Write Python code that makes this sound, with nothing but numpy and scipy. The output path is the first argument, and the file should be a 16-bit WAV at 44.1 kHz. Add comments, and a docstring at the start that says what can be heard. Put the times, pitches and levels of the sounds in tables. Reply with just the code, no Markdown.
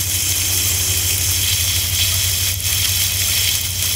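"""Water hisses and crackles from a part-open outdoor tap, low on a brick wall, close to one microphone.
It rings in the pipe and spout, spits now and then, and sprays the ground, where fat drops smack and
bubbles plink in a puddle. The flow sags a few times and once almost chokes. Farther off a motor-driven
fan hums low over the rumble of the yard, with a murmur and faint tones, perhaps from the plumbing."""
import sys
import numpy as np
from scipy import signal
from scipy.fft import rfft, irfft, next_fast_len
from scipy.io import wavfile
from scipy.ndimage import uniform_filter1d, map_coordinates

SR = 44100
rng = np.random.default_rng(int(sys.argv[2]) if len(sys.argv) > 2 else 0)


def dump(signal):
    """Clip the signal to [-1, 1] and save it as 16-bit WAV at the path in sys.argv[1]."""
    limited = np.clip(np.atleast_2d(signal).T, -1, 1)
    pcm = np.round(limited * 32767).astype(np.int16)
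    wavfile.write(sys.argv[1], SR, pcm)


N = 174195
TIME_S = np.arange(N) / SR


def amp(db):
    """Decibels to gain."""
    return 10 ** (np.asarray(db) / 20)


def unit(x):
    """Scale to rms 1."""
    return x / np.sqrt(np.mean(x ** 2) + 1e-20)


def wobble(rate_hz):
    """A smooth random curve, rate_hz knots a second."""
    return map_coordinates(rng.standard_normal(4096), [TIME_S * rate_hz], mode="mirror")


def spells(rows):
    """Sum of flat-topped level changes in dB."""
    return sum(db / (1 + np.abs(2 * (TIME_S - middle) / length) ** 6) for middle, length, db in rows)


def colour(points):
    """Gain against frequency from (Hz, dB) points."""
    f, db = np.transpose(points)
    return lambda hz: amp(np.interp(np.log(hz + 1), np.log(f + 1), db))


def filtered(x, gain):
    """Causal, minimum-phase filter with the given gain against frequency."""
    size = 2 * next_fast_len(N // 2 + 8192)
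    gains = np.maximum(gain(np.fft.rfftfreq(size, 1 / SR)), 1e-6)
    cepstrum = irfft(np.log(gains), size)
    cepstrum[1:size // 2] *= 2
    cepstrum[size // 2 + 1:] = 0
    return irfft(rfft(x, size) * np.exp(rfft(cepstrum)), size)[:N]


def noise(points):
    """Steady noise of the given colour, rms 1."""
    return unit(filtered(rng.standard_normal(N), colour(points)))


def crackle(rate_hz, spread_db, share):
    """Tiny pops of very uneven size over a smooth rush; share is their part of the power."""
    hits = rng.random(N) < rate_hz / SR
    sizes = amp(spread_db * np.clip(rng.standard_normal(N), -3, 2))
    pops = hits * sizes * rng.choice([-1, 1], N)
    return np.sqrt(share) * unit(pops) + np.sqrt(1 - share) * rng.standard_normal(N)


def churn(x, depth_db):
    """Let the colour of a sound shift at random from moment to moment."""
    spectra = signal.stft(x, nperseg=256)[2]
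    patches = uniform_filter1d(rng.standard_normal(spectra.shape), size=8, axis=0)
    patches = unit(uniform_filter1d(patches, size=7, axis=1))
    return unit(signal.istft(spectra * amp(depth_db * patches), nperseg=256)[1][:N])


def bursts(rate_hz, decay_s):
    """Sudden jumps that die away; mean 0, rms 1."""
    kicks = (rng.random(N) < rate_hz / SR) * rng.random(N)
    jumps = signal.lfilter([1], [1, -np.exp(-1 / (decay_s * SR))], kicks)
    return unit(jumps - jumps.mean())


def ringing(x, modes, shift_s=1.36, fade_s=0.05):
    """Ring steep-sided resonances whose voice turns hollower around shift_s."""
    def voice(shift):
        return lambda hz: np.sqrt(sum(
            amp(db + shift * shift_db) ** 2 / (1 + ((hz - pitch) / half_width) ** 2) ** 2
            for pitch, half_width, db, shift_db in modes))
    late = 0.5 + 0.5 * np.tanh((TIME_S - shift_s) / fade_s)
    return unit((1 - late) * filtered(x, voice(0)) + late * filtered(x, voice(0.94)))


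# Resonances of pipe and spout: pitch_hz, half_width_hz, level_db, shift_db (0.94 of it applies once the voice
# turns hollower)
PIPE_MODES = [(2060, 182, -13.5, 2.5), (2227, 104, -9, 1), (2528, 111, -4.5, 0), (2840, 45, -8, 0),
              (3127, 130, -2.5, 0.5), (3210, 50, -2, 4), (3417, 84, -4.5, 4), (3930, 128, -7.5, 3),
              (4280, 170, -18.5, 6.5), (4607, 135, -9.5, 3)]
SPOUT_MODES = [(4915, 140, -6.5, 1), (5340, 180, -2.5, 2), (5590, 270, -3, 0), (6287, 214, 2, -1.5),
               (6760, 260, -4.5, -3), (7350, 350, -4, -1), (7630, 270, -3, -4), (8500, 330, -8.5, -3),
               (10100, 800, -8.5, -7)]
# Fizz of the spray at the tap's mouth: frequency_hz, gain_db
SPRAY_COLOUR = [(1500, -26.5), (3000, -8), (6000, -1.5), (8200, -0.5), (10200, 4), (12000, 2), (14000, 3),
                (15800, 0)]
# Gushes that ring the pipe harder: middle_s, length_s, change_db
PIPE_GUSHES = [(1.51, 0.074, 4), (1.72, 0.081, 2), (2.025, 0.065, 5), (2.49, 0.036, 2.5), (2.84, 0.081, 1),
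               (3.03, 0.061, 1.5), (3.44, 0.24, 2.5)]


def jet(flow_db):
    """Close up, bubbles collapse in the valve and ring pipe and spout; the spray fizzes above."""
    burst_db = 1.56 * bursts(rate_hz=110, decay_s=0.0024)
    pipe = churn(ringing(crackle(1800, spread_db=3, share=0.57), PIPE_MODES), depth_db=1.22)
    spout = churn(ringing(crackle(2000, spread_db=4.5, share=0.3), SPOUT_MODES), depth_db=1.25)
    spray = churn(filtered(crackle(2200, spread_db=5, share=0.31), colour(SPRAY_COLOUR)), depth_db=1.5)
    gush_db = spells(PIPE_GUSHES)
    rings = amp(-25 + gush_db) * pipe + amp(-22.5 + 0.21 * gush_db) * spout
    return amp(flow_db) * (amp(0.3 * burst_db) * rings + amp(-21.5 + burst_db) * spray)


def bubbles(count, pitch_hz, log_spread, decay_cycles, spread_db):
    """Small bubbles ring in the puddle, each rising in pitch as it fades."""
    starts = (rng.random((count, 1)) * N).astype(int)
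    detune, size = rng.standard_normal((2, count, 1))
    samples = np.arange(SR // 40)
    cycles = pitch_hz * np.exp(log_spread * detune) * samples / SR
    age = cycles / decay_cycles
    envelope = amp(spread_db * np.clip(size, -2, 2)) * np.exp(-2 * age) * (1 - np.exp(-10 * age))
    rings = envelope * np.sin(2 * np.pi * cycles * (1 + 0.025 * age))
    return unit(np.bincount((starts + samples).ravel(), rings.ravel(), N)[:N])


# Patter on the ground below the tap: frequency_hz, gain_db
PATTER_COLOUR = [(150, -18.5), (300, -1.5), (600, -2.5), (1000, -1.5), (1500, -1), (1900, 2.5), (2600, -3),
                 (6000, -37.5)]


def splash(flow_db):
    """The spray patters on wet earth and concrete and stirs up bubbles."""
    drops = crackle(600, spread_db=3.5, share=0.45)
    patter = churn(filtered(drops, colour(PATTER_COLOUR)), depth_db=1.5)
    puddle = bubbles(count=600, pitch_hz=1349, log_spread=0.251, decay_cycles=9.6, spread_db=2.5)
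    return amp(1.15 * flow_db) * (amp(-38) * patter + amp(-47) * puddle)


# Hum of the fan and its motor, before the swell: pitch_hz, level_db
FAN_LINES = [(40.9, -48), (61.32, -38), (81.8, -33), (94.21, -28), (102.2, -39)]
# Slow swell of that hum: time_s, change_db
FAN_SWELL = [(0, -3.5), (.7, 0), (1.2, 0.5), (2.1, 1.5), (2.9, -0.5), (3.5, -3), (3.95, -3)]
# Rumble of the yard all around: frequency_hz, gain_db
YARD_COLOUR = [(20, -34), (40, -25), (65, -1.5), (90, 1.5), (125, -0.5), (200, -10.5), (300, -16),
               (600, -20.5), (3000, -48)]


def fan():
    """In the background, low lines of a fan and its motor beat together over the yard's rumble."""
    hum = np.zeros(N)
    for hz, db in FAN_LINES:
        peak = np.sqrt(2) * amp(db + 0.8 * wobble(3.16))
        hum += peak * np.sin(2 * np.pi * (hz * TIME_S + rng.random()) + 0.23 * wobble(3.23))
    swell_db = np.interp(TIME_S, *np.transpose(FAN_SWELL))
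    return amp(swell_db) * hum + amp(-36) * noise(YARD_COLOUR)


# Faint tones behind the water: pitch_hz, level_db, loudest_s, half_length_s
FAINT_TONES = [(288, -55, 0.79, 3.4), (306, -44.5, 0.53, 0.69), (376, -43, 0.82, 0.31),
               (378, -56.5, 1.8, 1.5), (526, -53.5, 2, 1.2), (652, -49, 2.1, .45), (652, -50, 3.38, .35),
               (709, -58, 2, 1.7)]
# Low murmur beneath them: frequency_hz, gain_db
MURMUR_COLOUR = [(90, -27), (190, 1.5), (310, 0), (420, -3), (650, -5), (800, -6), (1400, -38)]


def plumbing(flow_db):
    """Faint unsteady tones and a low murmur swell and fade, dipping with the flow."""
    def swell(loudest_s, half_length_s):
        return np.exp(-0.5 * ((TIME_S - loudest_s) / half_length_s) ** 2)
    tones = np.zeros(N)
    for hz, db, loudest_s, half_length_s in FAINT_TONES:
        peak = np.sqrt(2) * amp(db + 2 * wobble(7.74)) * swell(loudest_s, half_length_s)
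        tones += peak * np.sin(2 * np.pi * hz * TIME_S + 0.5 * wobble(10))
    murmur = amp(-41.5) * swell(0.68, 0.53) * noise(MURMUR_COLOUR)
    return amp(0.5 * flow_db) * (tones + murmur)


# Sharp spits at the spout: start_s, relative_level_db, pitch_hz
JET_SPITS = [(0.2239, -6, 10000), (0.3814, -5, 9770), (0.5352, -5, 11400), (0.6779, -6, 10100),
             (0.7891, -5, 13900), (0.9804, -6, 9890), (1.1817, -6, 12700), (1.3234, -6, 15000),
             (1.6412, -6, 9360), (1.8996, -5, 11600), (1.9505, -5, 9790), (2.2428, -5, 11800),
             (2.3166, -6, 12000), (2.5421, -5, 11800), (2.605, -3, 10500), (2.7292, -3, 9630),
             (3.1218, -6, 12500), (3.1717, -5, 10500), (3.2994, -4, 14800), (3.4436, -4, 9350),
             (3.6142, -5, 14900), (3.7065, -7, 10200), (3.8965, -7, 12400)]


def spits(rise_s=0.00014, gain_db=0.5):
    """Single drops burst with a very short, high snap."""
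    out, t = np.zeros(N + SR), np.arange(SR // 100) / SR
    for start_s, db, hz in JET_SPITS:
        hiss = 0.17 * np.diff(rng.standard_normal(len(t) + 1))
        snap = (np.sin(2 * np.pi * hz * t) + hiss) * t * np.exp(-t / rise_s)
        out[round(start_s * SR):][:len(t)] += amp(db + gain_db) * snap / np.abs(snap).max()
    return out[:N]


# Fat drops hitting the ground nearby: start_s, level_db
FAT_DROPS = [(0.319, -19.5), (0.416, -16), (1.529, -17), (1.762, -15), (1.988, -17), (2.729, -21),
             (2.82, -19), (2.853, -15), (2.969, -22), (3.013, -14.5), (3.217, -16.5), (3.473, -17)]
# Colour of their impact: frequency_hz, gain_db
SMACK_COLOUR = [(400, -32), (1400, -19), (2200, 1), (3200, -4), (5300, 0), (7500, -19.5), (14000, -8.5)]


def smacks(rise_s=0.0024):
    """Each fat drop lands as a burst of noise a few milliseconds long."""
    envelope = np.zeros(N)
    for start_s, db in FAT_DROPS:
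        age = np.maximum(TIME_S - start_s, 0) / rise_s
        envelope += amp(db) * age * np.exp(1 - age)
    return envelope * noise(SMACK_COLOUR)


# Larger bubbles in the puddle under the tap: start_s, pitch_hz, level_db
LARGE_BUBBLES = [(2.122, 1216, -28), (3.283, 1340, -29)]


def plinks(decay_s=0.011, glide_per_s=2.9):
    """Each bubble starts softly and rises in pitch as it fades."""
    out = np.zeros(N)
    for start_s, hz, db in LARGE_BUBBLES:
        t = np.maximum(TIME_S - start_s, 0)
        envelope = amp(db) * np.exp(-t / decay_s) * (1 - np.exp(-10 * t / decay_s))
        out += envelope * np.sin(2 * np.pi * hz * t * (1 + glide_per_s * t / 2))
    return out


# Sags in the flow through the tap: middle_s, length_s, change_db
FLOW_SAGS = [(.062, 0.068, -4), (.2, 0.077, -2), (1.185, 0.052, -3), (1.895, 0.061, -3.5),
             (2.586, 0.11, -8.5), (3.15, 0.082, -2), (3.615, 0.044, -4), (3.735, .13, -5),
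             (3.95, 0.18, -1.5)]


def scene():
    """Tap, puddle and background at one microphone; jet, splash and plumbing share one flow."""
    flow_db = spells(FLOW_SAGS) + 0.45 * wobble(35.03)  # sags plus a quick sputter
    water = jet(flow_db) + spits() + splash(flow_db) + smacks() + plinks()
    return (water + plumbing(flow_db) + fan())[None]


def record(dry):
    """The camera keeps nothing above its band limit."""
    top_hz = 15740
    size = next_fast_len(N + SR // 2)
    passband = np.fft.rfftfreq(size, 1 / SR) < top_hz
    return irfft(rfft(dry, size) * passband, size)[:, :N]


dry = scene()
out = record(dry)
dump(out)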